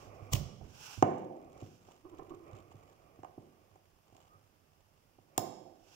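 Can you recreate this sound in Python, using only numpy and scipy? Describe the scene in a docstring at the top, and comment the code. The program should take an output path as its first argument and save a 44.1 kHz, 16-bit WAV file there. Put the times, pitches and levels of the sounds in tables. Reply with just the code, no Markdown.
"""A petrol lighter is struck close up: the wheel rasps the flint, the vapour catches with a soft whump.
Set down hard, it rings a wooden table, judders as its base sticks and slips, and is nudged by fingers.
At last the hinge squeaks faintly and the sprung cap snaps shut with a bright metal crack.
Hands brush and rub underneath, and a quiet, bare room rings after each blow."""
import sys
import numpy as np
from scipy import signal
from scipy.fft import rfft, irfft, next_fast_len
from scipy.io import wavfile
from scipy.ndimage import uniform_filter1d

SR = 44100
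rng = np.random.default_rng(int(sys.argv[2]) if len(sys.argv) > 2 else 0)


def inscribe(sig):
    """Save sig as 16-bit PCM at rate SR to the path in sys.argv[1].

    A 1-D sig is mono; a 2-D sig holds one channel per row.
    Samples are clipped to [-1, 1] before scaling.
    """
    pcm = np.round(np.clip(np.atleast_2d(sig).T, -1, 1) * 32767)
    wavfile.write(sys.argv[1], SR, pcm.astype(np.int16))


N = 262395
T = np.arange(N) / SR

# modes of the table top under the lighter: (frequency [Hz], left [dB], right [dB], t60 [s])
TABLE_MODES = [(104.5, -11.5, -5.5, 0.17), (158, -12, -13.5, 0.097), (342, -0.5, 1.5, 0.031),
               (406.2, -8.5, -15, 0.0069), (508, -23, -8, 0.037), (655.7, -12, 0.5, 0.032),
               (753, -12.5, 4.5, 0.037), (891, -10.5, -3.5, 0.043), (1052, -21, -1, 0.021),
               (1241, -27.5, -20, 0.092), (1448, -26, -25.5, 0.03), (2310, -25.5, -20, 0.012),
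               (2840, -26, -15, 0.0089)]
# the cap lands, rebounds and settles: (time [s], gain [dB])
CAP_HITS = [(5.3781, -18), (5.3799, -23), (5.393, -34)]


def amp(db):
    """Decibels to gain."""
    return 10 ** (np.asarray(db) / 20)


def unit(x):
    """Scales to rms 1."""
    return x / np.sqrt(np.mean(x ** 2) + 1e-20)


def curve_at(points, hz):
    """Reads a curve on a log-frequency axis."""
    f, value = np.transpose(points)
    return np.interp(np.log(hz + 1), np.log(f + 1), value)


def pan(db):
    """Left and right gains for a level difference; positive leans left."""
    return amp(np.array([[.5], [-.5]]) * db)


def add(mix, s, sound):
    """Mixes a sound in at time s."""
    part = mix[:, max(round(s * SR), 0):][:, :sound.shape[-1]]
    part += sound[..., :part.shape[1]]


def colour(x, eq):
    """Causal filter that follows an EQ curve."""
    size = 4096
    log_gain = np.log(amp(curve_at(eq, abs(np.fft.fftfreq(size, 1 / SR)))))
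    taps = np.fft.ifft(np.exp(np.conj(signal.hilbert(log_gain)))).real[:size // 2]
    return signal.oaconvolve(x, taps[None], axes=1)[:, :x.shape[1]]


def mic_pair(x, balance=None):
    """Two unrelated signals become a stereo pair: alike in the bass, wide in the treble."""
    # likeness of left and right: (frequency [Hz], correlation [0-1])
    likeness = [(100, .95), (600, 0.8), (1500, 0), (4000, 0.1), (12000, 0)]
    a, b = rfft(x)
    hz = np.fft.rfftfreq(x.shape[1], 1 / SR)
    same = np.clip(curve_at(likeness, hz), 0, 1)
    pair = np.array([same * a + np.sqrt(1 - same ** 2) * b, a])
    return irfft(pair * (pan(curve_at(balance, hz)) if balance else 1), x.shape[1])


def noise(balance=None):
    """White noise at both microphones."""
    return mic_pair(rng.standard_normal((2, next_fast_len(N, True))), balance)[:, :N]


def grains(per_s, spread_db):
    """Random clicks of uneven size."""
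    size = amp(spread_db * np.minimum(rng.exponential(1, N), 4)) * rng.choice([-1, 1], N)
    return unit(size * (rng.random(N) < per_s / SR))


def burst(t60):
    """A short crack of noise with energy 1."""
    t = T[:SR // 4]
    crack = rng.standard_normal((2, len(t))) * amp(-60 * t / t60)
    return crack / np.linalg.norm(crack, axis=1, keepdims=True)


def ring(modes, samples):
    """Dying modes, each with its own stereo place; neighbours swing in opposite senses."""
    t = T[:samples]
    return sum((-1) ** k * amp(np.array([[left], [right]]) - 60 * t / t60) * np.sin(2 * np.pi * hz * t)
               for k, (hz, left, right, t60) in enumerate(modes))


def stroke(s, length, db, rise_db_per_s, fall_db_per_s):
    """Envelope that swells up to time s, holds for the length and dies away."""
    early, late = np.maximum(s - T, 0), np.maximum(T - s - length, 0)
    return amp(np.maximum(db - rise_db_per_s * early - fall_db_per_s * late, -200))


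def strokes(rows, rise_db_per_s, fall_db_per_s, floor_db=-200):
    """Envelope of strokes that share one attack and release, above a floor."""
    loudest = np.max([stroke(*row, rise_db_per_s, fall_db_per_s) for row in rows], axis=0)
    return np.maximum(loudest, amp(floor_db))


def room_tone(level_db=-69.5):
    """A bed of room rumble and microphone hiss."""
    # tone of the still room: (frequency [Hz], gain [dB])
    hush_eq = [(15, -42.5), (25, -5), (64, -12), (96, -0.5), (119, -10.5), (148, -4), (173, -11),
               (410, -17), (848, -17), (2420, -25), (2700, -21), (4040, -30), (5140, -23.5), (7910, -32),
               (15500, -28)]
    # its stereo lean: (frequency [Hz], left minus right [dB])
    hush_pan = [(60, -15.5), (150, -8.5), (400, -12), (1000, -7), (3000, -2.5), (9000, 0.5)]
    return amp(level_db) * unit(colour(noise(hush_pan), hush_eq))


def reverb(x, eq, gap_s=0.0013, build_s=0.003):
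    """The bare room's diffuse tail starts after a short gap; each band dies at its own speed."""
    # decay of the room: (frequency [Hz], t60 [s])
    decay_times = [(80, .55), (170, 1), (350, 1), (750, 1), (1300, 0.55), (2700, 0.78), (5200, 0.69),
                   (7500, 0.6), (10000, 0.41), (15000, 0.25)]
    hz, t, bands = signal.stft(mic_pair(rng.standard_normal((2, SR))), SR, nperseg=256)
    t60 = curve_at(decay_times, hz)[:, None]
    equal_energy = np.sqrt(2 * np.log(1000) / (t60 * SR))
    tail = signal.istft(bands * amp(-60 * t / t60) * equal_energy, SR, nperseg=256)[1][:, :SR]
    fade_in = np.clip((T[:SR] - gap_s) / build_s, 0, 1)
    return signal.fftconvolve(x, colour(tail * fade_in, eq), axes=1)[:, :N]


def brushing(pan_db=-7, uneven_db=1.2):
    """Skin and sleeve brush over the case and the table with uneven pressure."""
    # hand moves: (time [s], length [s], level [dB])
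    moves = [(0, 0.005, -61), (.1, 0.25, -74.5), (.83, .11, -52.5), (1.62, 0.13, -70), (1.88, .02, -71.5),
             (5.94, .02, -63)]
    # tone of sliding skin: (frequency [Hz], gain [dB])
    skin_eq = [(200, -11.5), (500, -16.5), (800, 9.5), (1150, 1), (1500, 5.5), (1900, -8), (2700, 6.5),
               (4100, -5), (5500, 5.5), (7400, -2), (9000, -11.5), (15000, -11)]
    speed = strokes(moves, rise_db_per_s=117, fall_db_per_s=125.5, floor_db=-87)
    pressure = amp(uneven_db * unit(uniform_filter1d(rng.standard_normal(N), size=900)))
    return unit(colour(noise(), skin_eq)) * speed * pressure * pan(pan_db)


def grip(rub_pan_db=-7, tick_pan_db=-4, tick_t60=0.024):
    """The shifting grip rubs dully and ticks; it never rests entirely."""
    # finger shifts: (time [s], length [s], rub level [dB], tick level [dB])
    shifts = [(0, 0.48, -56, -72), (.66, 0.56, -68.5, -70), (1.37, 0.14, -63, -70),
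              (1.556, 0.048, -58.5, -63.5), (1.855, .08, -67, -70), (2.11, 0.26, -63.5, -73.5),
              (2.481, 0.086, -56, -68), (2.68, 0.24, -64, -73.5), (2.987, 0.22, -65.5, -84.5),
              (3.42, 0.33, -71, -79), (4.08, 0.31, -72, -73.5), (5.369, .02, -61.5, -76)]
    # dull tone of the rub: (frequency [Hz], gain [dB])
    rub_eq = [(30, -9.5), (70, 2.5), (110, 2.5), (220, -5), (380, 0.5), (750, 0), (950, -12), (1150, -1),
              (1600, -24), (2400, -13), (4000, -49), (12000, -51)]
    # brighter tone of the ticks: (frequency [Hz], gain [dB])
    tick_eq = [(200, -4.5), (900, 10), (1700, -7), (3000, 0), (4000, -9), (5400, -10), (7300, -2.5),
               (9500, -25), (15000, -16.5)]
    s, length, rub_db, tick_db = np.transpose(shifts)
    slopes = dict(rise_db_per_s=176, fall_db_per_s=107.5)
    rubbing = strokes(zip(s, length, rub_db), floor_db=-78, **slopes)
    ticking = strokes(zip(s, length, tick_db), floor_db=-81.5, **slopes)
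    rub = unit(colour(noise() + .5 * grains(per_s=340, spread_db=1.0), rub_eq))
    tick_decay = amp(-60 * T[:SR // 10] / tick_t60)
    slips = signal.oaconvolve(abs(grains(per_s=77, spread_db=1.5)), tick_decay)[:N]
    ticks = unit(colour(slips * noise(), tick_eq))
    return rub * rubbing * pan(rub_pan_db) + ticks * ticking * pan(tick_pan_db)


def table_hit(db, low_cut_hz, high_cut_hz, pan_db, crack_db=8):
    """One blow rings the table; soft fingers reach only its low modes, bare metal the high ones too."""
    # crack of metal on wood: (frequency [Hz], gain [dB])
    contact_eq = [(100, -4.5), (530, 7.5), (900, -4), (1500, 2), (3000, -13.5), (4100, -13), (5600, 2.5),
                  (7300, 10), (9000, -3), (15000, -9.5)]
    hit = ring(TABLE_MODES, SR // 4) + amp(crack_db) * colour(burst(t60=.012), contact_eq)
    hit = signal.lfilter(*signal.butter(2, high_cut_hz, fs=SR), hit)
    hit = signal.lfilter(*signal.butter(2, low_cut_hz, "high", fs=SR), hit)
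    return amp(db) * pan(pan_db) * hit / abs(hit).max(1).mean()


def knocks():
    """The lighter and the fingers bump the table."""
    # blows: (time [s], peak [dB], low cut [Hz], high cut [Hz], left minus right [dB])
    blows = [(.07, -57, 60.4, 130, -16), (.217, -45, 59.5, 118, -7), (.61, -50, 60, 699, -13),
             (.976, -41, 68, 119, -11), (1.025, -5, 189, 3070, 2.5), (1.623, -36, 59, 324, 1.5),
             (1.885, -45, 200, 2600, 4), (2.195, -38.5, 600, 2160, 2), (2.526, -45, 62, 91.5, -1.5),
             (2.716, -49, 600, 3460, 2), (2.743, -48.5, 79, 176, 0), (2.831, -57, 500, 4500, -1),
             (3.189, -47.5, 69.5, 330, 0.5), (3.2325, -37, 376, 3170, 3), (3.2465, -37.5, 990, 2550, -0.5),
             (3.378, -38.5, 186, 320.5, -1.5), (3.757, -48.5, 502, 5000, 7.5), (4.125, -54, 58, 600, -2),
             (4.152, -52.5, 200, 1800, 1), (4.178, -56, 301, 2500, -3), (4.345, -60, 60, 141, -2),
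             (5.185, -53.5, 80, 703, -3.5)]
    out = np.zeros((2, N))
    for s, *blow in blows:
        add(out, s, table_hit(*blow))
    return out


def judders(jitter=0.19, uneven_db=3, pan_db=-3):
    """The base sticks and slips as it is turned; the quick, uneven slips drive the table's modes."""
    # turns: (time [s], length [s], starting slip rate [Hz], final slip rate [Hz], level [dB])
    turns = [(2.03, 0.054, 330, 357, -53), (2.109, 0.05, 300, 440, -53.5), (2.185, 0.02, 330, 529, -49.5),
             (2.205, 0.032, 410, 478, -53), (2.293, 0.04, 345, 324, -47), (2.325, .03, 370, 380, -53),
             (2.371, .12, 320, 380, -61.5)]
    # force spectrum of one slip: (frequency [Hz], gain [dB])
    slip_eq = [(100, -6.5), (330, 2), (550, -1.5), (760, -18), (1100, 1), (1600, -8.5), (3000, -10.5)]
    out, wood = np.zeros((2, N)), ring(TABLE_MODES, SR // 8)
    for s, length, first_hz, last_hz, db in turns:
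        n = int(length * SR)
        drift, force = rng.standard_normal((2, SR // 2))[:, :n]
        rate = np.linspace(first_hz, last_hz, n) * (1 + jitter * unit(uniform_filter1d(drift, 90)))
        pulses = np.diff(np.floor(np.cumsum(rate) / SR), prepend=0)
        slips = pulses * np.hanning(n) * amp(uneven_db * force)
        groan = colour(signal.fftconvolve(slips[None], wood, axes=1), slip_eq)
        add(out, s, amp(db) * pan(pan_db) * groan / np.sqrt(np.mean(groan[:, :n] ** 2)))
    return out


def hinge(start_s=4.32, hz=1225, glide_hz_per_s=500, waver=0.028, pan_db=-4):
    """The dry hinge turns with a thin, unsteady, rising squeak."""
    glide = hz + glide_hz_per_s * (T - start_s)
    pitch = glide * (1 + waver * unit(uniform_filter1d(rng.standard_normal(N), 150)))
    envelope = stroke(start_s, length=.035, db=-63, rise_db_per_s=300, fall_db_per_s=500)
    return pan(pan_db) * envelope * np.sin(2 * np.pi * np.cumsum(pitch) / SR)


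def cap_thud(delay_s=0.00049):
    """The closing cap's blow passes through the case into the table."""
    out = np.zeros((2, N))
    add(out, CAP_HITS[0][0] + delay_s, table_hit(db=-21, low_cut_hz=180, high_cut_hz=1910, pan_db=-6.5))
    return out


def cap_snap(crack_db=11, low_cut_hz=4200):
    """The sprung cap hits the wick tube: a bright crack and the ring of the arm."""
    # modes of cap and arm: (frequency [Hz], left [dB], right [dB], t60 [s])
    cap_modes = [(1720, -19, -8.5, 0.0027), (3380, -8, 0.5, 0.0027), (3860, -28, -17.5, 0.021),
                 (5235, -42, -27, 0.48), (5266, -13.5, -14.5, 0.053), (6710, 1.5, -22.5, 0.0058),
                 (7350, 1.5, -32, 0.0099), (8000, -11, -17, 0.01), (10070, -11, -28, 0.016),
                 (11600, -20, -24, 0.0042), (13900, -15, -6, 0.0046), (15000, -17, -12, 0.006)]
    out, metal = np.zeros((2, N)), ring(cap_modes, SR // 2)
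    for s, db in CAP_HITS:
        crack = signal.lfilter(*signal.butter(2, low_cut_hz, "high", fs=SR), burst(t60=0.013))
        add(out, s, amp(db) * metal)
        add(out, s, amp(db + crack_db) * crack)
    return out


def flame(pan_db=-11):
    """Low puffs of air as the petrol vapour catches, then a dying flutter."""
    # turbulence of the young flame: (frequency [Hz], gain [dB])
    flutter_eq = [(25, -7.5), (70, 4.5), (130, -3.5), (300, -13), (600, -14.5), (2000, -36.5),
                  (8000, -68.5)]
    # it flares, then flaps as the lighter moves: (time [s], length [s], level [dB])
    flares = [(.345, .006, -37.5), (.48, .02, -55.5), (.615, .035, -54)]
    # pulses of the whump: (time [s], level [dB], pitch [Hz], swell time [s])
    puffs = [(.322, -34, 86, .0045), (0.338, -23, 106.1, .0045), (0.368, -35, 113, .005),
             (.405, -39, 138, .005)]
    out = unit(colour(noise(), flutter_eq)) * strokes(flares, rise_db_per_s=1191, fall_db_per_s=162.5)
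    t = T[:SR // 4]
    for s, db, hz, swell_s in puffs:
        envelope = t / swell_s * np.exp(1 - t / swell_s)
        add(out, s, -amp(db) * envelope * np.sin(2 * np.pi * hz * t))
    return out * pan(pan_db)


def flint():
    """Flint crumbles under the wheel in dense grains; single teeth catch and let go."""
    # the wheel grazes, bites, spins on: (time [s], length [s], level [dB], rise [dB/s], fall [dB/s])
    scrapes = [(0.327, .001, -38, 1997, 2993), (0.3343, .0015, -24.5, 4002, 4500),
               (0.349, 0.0018, -37.5, 1599.5, 482)]
    # teeth catch, the thumb leaves the wheel: (time [s], peak [dB], left minus right [dB])
    catches = [(.3345, -27.5, -6), (0.3348, -28, 5.5), (0.3547, -23.5, -5), (.365, -30.5, -2),
               (0.3804, -39, -6.5)]
    # tone of wheel on flint: (frequency [Hz], gain [dB])
    rasp_eq = [(300, -9), (1100, 6), (1550, -15), (2000, -3.5), (3000, 5.5), (3700, -2), (4700, 0),
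               (7300, 2), (8800, -10.5), (12500, -10.5), (15000, 0)]
    # stereo lean of the grit: (frequency [Hz], left minus right [dB])
    grit_pan = [(500, -19), (2500, -3), (5500, -3), (9000, 15.5), (15000, 2.5)]
    grit = mic_pair(np.array([grains(per_s=13000, spread_db=3) for side in range(2)]), grit_pan)
    out = unit(colour(grit, rasp_eq)) * sum(stroke(*row) for row in scrapes)
    for s, db, pan_db in catches:
        click = colour(burst(t60=0.0028), rasp_eq)
        add(out, s, amp(db) * pan(pan_db) * click / abs(click).max())
    return out


def scene(thud_send_db=3.5, flame_send_db=-2, flint_send_db=1, bright_pan_db=-4):
    """Lighter, table and hands over room tone, with a warm and a bright reverb send."""
    # the room's answer to wood and flame: (frequency [Hz], gain [dB])
    warm_eq = [(60, -20.5), (130, -3), (230, -1.5), (340, -4), (560, 0), (750, -7.5), (1100, -9.5),
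               (2300, -2.5), (5500, -12.5), (12000, -18)]
    # its answer to metal and flint: (frequency [Hz], gain [dB])
    bright_eq = [(100, -12), (1000, -14.5), (2200, -14.5), (3400, -12), (5300, -7.5), (6300, -11),
                 (7300, -15.5), (9000, -13.5), (11500, -12.5), (15000, -9)]
    wood, thud = knocks() + judders(), cap_thud()
    strike, metal, fire = flint(), cap_snap() + hinge(), flame()
    warm_send = wood + amp(thud_send_db) * thud + amp(flame_send_db) * fire
    bright_send = (metal + amp(flint_send_db) * strike).sum(0) / np.sqrt(2)  # metal radiates all round
    tails = reverb(warm_send, warm_eq) + reverb(bright_send * pan(bright_pan_db), bright_eq)
    return wood + thud + strike + metal + fire + tails + brushing() + grip() + room_tone()


def compressor(x, threshold_db=-38, slope=0.077, detector_fall_db_per_s=22):
    """Loud blows duck the gain a little; it then creeps back."""
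    power = signal.lfilter(*signal.butter(1, 12, fs=SR), (x ** 2).mean(0))
    fall = T * detector_fall_db_per_s
    held_db = np.maximum.accumulate(10 * np.log10(power + 1e-12) + fall) - fall
    return x * amp(-slope * np.maximum(held_db - threshold_db, 0))


def record(dry, lag_samples=16, high_cut_hz=15800):
    """Sound reaches the right microphone a little later; then gentle compression and a steep high cut."""
    pair = np.array([dry[0], np.pad(dry[1], (lag_samples, 0))[:N]])
    high_cut = signal.firwin(401, high_cut_hz, window=("kaiser", 9), fs=SR)
    return signal.oaconvolve(compressor(pair), high_cut[None], "same")


dry = scene()
out = record(dry)
inscribe(out)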